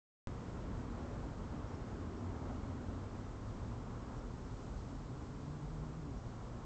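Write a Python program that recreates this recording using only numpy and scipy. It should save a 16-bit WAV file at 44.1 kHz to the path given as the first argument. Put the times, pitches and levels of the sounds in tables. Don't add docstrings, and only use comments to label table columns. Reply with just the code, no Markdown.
import sys
import numpy as np
from scipy import signal
from scipy.fft import rfft, irfft, next_fast_len
from scipy.io import wavfile

SR = 44100
rng = np.random.default_rng(int(sys.argv[2]) if len(sys.argv) > 2 else 0)


def log_audio(samples):
    frames = np.atleast_2d(samples).T
    limited = np.clip(frames, -1, 1)
    pcm = np.round(limited * 32767).astype(np.int16)
    wavfile.write(sys.argv[1], SR, pcm)


N = 293265
T = np.arange(N) / SR

# f/Hz, relative level/dB
ROAD_RUMBLE = [(8, -17), (28, -9.5), (45, 2), (70, -1.5), (110, -3), (170, -11), (260, -22.5), (500, -49.5)]
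ROAD_BODY = [(90, -15.5), (170, -1), (270, -0.5), (340, -5), (460, -7.5), (620, -13), (900, -22),
             (1600, -51)]
ROAD_TYRES = [(300, -19.5), (550, -2.5), (750, -1), (1080, 0), (1200, -3), (1330, -3), (1650, -12.5),
              (2400, -42)]
ROAD_FIZZ = [(900, -17), (1500, 0), (2000, 0.5), (2600, -6.5), (3200, -7.5), (4500, -14.5), (8000, -29.5)]
# t/s, half length/s, lift/dB (each band takes a share)
CAR_PASSES = [(1.0, 0.41, 1.4), (1.7, .22, 1.5), (2.423, .42, 2.25), (4.0, 0.33, 1.7), (5.7, .35, 0.5),
              (6.6, 0.27, 2.2)]
# t/s, half length/s, centre f/Hz, half width/Hz, level/dB
ROAD_SWELLS = [(0.803, 0.18, 178.5, 12, -51.5), (1.098, 0.067, 567, 22, -57), (2.25, .45, 330, 82, -53.5),
               (2.358, 0.19, 716, 230, -58), (2.75, .4, 225, 45, -54.5), (3.98, 0.29, 988, 250, -61.5),
               (5.7, .3, 45.8, 13, -52)]
# multiple of the firing rate, relative level/dB
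EXHAUST_ORDERS = [(1, -1.5), (2, -17), (3, -19), (4, -24)]
# t/s, level/dB
ENGINE_AT_MIC = [(1.3, -68), (2.05, -50), (3.45, -51), (4.2, -52.5), (4.7, -58.5), (5.2, -54.5),
                 (5.5, -47.5), (5.9, -48), (6.65, -55)]
# f/Hz, level/dB
MACHINE_TONES = [(120, -59.5), (240, -61), (413, -69.5)]
# t/s, f/Hz, level/dB
HIGH_CHIPS = [(1.69, 5750, -75.5), (1.748, 5450, -74), (2.18, 5550, -75), (4.19, 5600, -74),
              (6.185, 5600, -73)]
# f/Hz, relative level/dB
RUSTLE_SPECTRUM = [(2000, -29.5), (4300, 0), (7700, -2.5), (8600, -18)]
# f/Hz, relative level/dB
MIC_HISS = [(100, 0), (2500, -1.5), (4000, -1), (5500, -1), (7400, -1.5), (7900, -5), (8300, -12),
            (8900, -24)]


def traffic():
    air = drift(rate_hz=11)
    rumble = noise(ROAD_RUMBLE) * from_db(road_level(-46, recede_db_per_s=.35, pass_share=.17))
    body = noise(ROAD_BODY) * from_db(road_level(-49.5, recede_db_per_s=.68, pass_share=.69) + .5 * air)
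    tyres = noise(ROAD_TYRES) * from_db(road_level(-57, recede_db_per_s=.43, pass_share=1) + .57 * air)
    fizz = noise(ROAD_FIZZ) * from_db(road_level(-67, recede_db_per_s=.69, pass_share=.46) + .31 * air)
    return rumble + body + tyres + fizz


def road_level(start_db, recede_db_per_s, pass_share):
    lift_db = sum(db * bell(s, half_length_s) for s, half_length_s, db in CAR_PASSES)
    return start_db - recede_db_per_s * T + pass_share * lift_db


def road_swells():
    return sum(burst(*row) for row in ROAD_SWELLS)


def engine(jitter=.013, scatter=.36, pipe_hz=272, pipe_half_width_hz=26, pipe_db=13):
    firing_hz = firing_rate()
    cycles = np.cumsum(firing_hz * (1 + jitter * drift(rate_hz=22.7))) / SR
    exhaust = np.zeros(N)
    for order, db in EXHAUST_ORDERS:
        boom_db = pipe_db / (1 + ((order * firing_hz - pipe_hz) / pipe_half_width_hz) ** 2)
        paths = 1 + scatter * order * (drift(rate_hz=17) + 1j * drift(rate_hz=14))
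        tone = np.exp(2j * np.pi * (order * cycles + rng.random()))
        exhaust += from_db(db + boom_db) * unit((paths * tone).real)
    level_db = np.interp(T, *np.transpose(ENGINE_AT_MIC))
    return unit(exhaust) * from_db(level_db)


def firing_rate(cruise_hz=87.85, top_hz=155.2, next_gear_hz=115.3,
                pull_s=2.8, shift_s=5.98, shift_length_s=.25):
    pull = np.clip((T - pull_s) / (shift_s - pull_s), 0, 1) ** .8
    shift = np.sin(np.pi / 2 * np.clip((T - shift_s) / shift_length_s, 0, 1)) ** 2
    return cruise_hz + (top_hz - cruise_hz) * pull - (top_hz - next_gear_hz) * shift


def machine_hum(waver_db=2.0, waver_rad=.6):
    hum = np.zeros(N)
    for hz, db in MACHINE_TONES:
        amplitude = np.sqrt(2) * from_db(db + waver_db * drift(rate_hz=2.2))
        hum += amplitude * np.sin(2 * np.pi * hz * T + waver_rad * drift(rate_hz=3.6))
    return hum


def chips(half_length_s=.022, half_width_hz=330):
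    return sum(burst(s, half_length_s, hz, half_width_hz, db) for s, hz, db in HIGH_CHIPS)


def rustle(peak_s=4.76, half_length_s=.46, level_db=-75, flicker_db=1.0):
    swell = noise(RUSTLE_SPECTRUM) * bell(peak_s, half_length_s)
    return swell * from_db(level_db + flicker_db * drift(rate_hz=22))


def burst(peak_s, half_length_s, centre_hz, half_width_hz, db):
    size = next_fast_len(N)
    hz = np.fft.rfftfreq(size, 1 / SR)
    passband = np.exp(-((hz - centre_hz) / half_width_hz) ** 2 / 2)
    band = irfft(rfft(rng.standard_normal(size)) * passband)
    return from_db(db) * unit(np.resize(band, N)) * bell(peak_s, half_length_s)


def noise(spectrum):
    size = next_fast_len(N)
    hz, db = np.transpose(spectrum)
    shape_db = np.interp(np.log(np.fft.rfftfreq(size, 1 / SR) + 1), np.log(hz), db, right=-100)
    return unit(irfft(rfft(rng.standard_normal(size)) * from_db(shape_db), size)[:N])


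def drift(rate_hz):
    hz = np.fft.rfftfreq(N // 100, 100 / SR)
    lowpass = np.exp(-(hz / rate_hz) ** 2) * (hz > 0)
    slow = irfft(rfft(rng.standard_normal(N // 100)) * lowpass)
    return unit(np.interp(T, np.linspace(0, T[-1], len(slow)), slow))


def bell(peak_s, half_length_s):
    return np.exp(-((T - peak_s) / half_length_s) ** 2)


def from_db(db):
    return 10 ** (np.asarray(db) / 20)


def unit(x):
    return x / np.sqrt(np.mean(x ** 2) + 1e-20)


def scene():
    return (traffic() + road_swells() + engine() + machine_hum() + chips() + rustle())[None]


def record(dry, on_s=.2722, hiss_db=-68.5, pop_db=-39.5, pop_decay_s=.015, cutoff_hz=8700):
    hiss = noise(MIC_HISS) * from_db(hiss_db + .4 * drift(rate_hz=8.6))
    pop = -from_db(pop_db) * np.exp(-np.maximum(T - on_s, 0) / pop_decay_s)
    live = (dry + hiss + pop) * (T >= on_s)
    lowpass = signal.firwin(257, cutoff_hz, window=("kaiser", 8), fs=SR)
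    return signal.oaconvolve(live, lowpass[None], "same")


dry = scene()
out = record(dry)
log_audio(out)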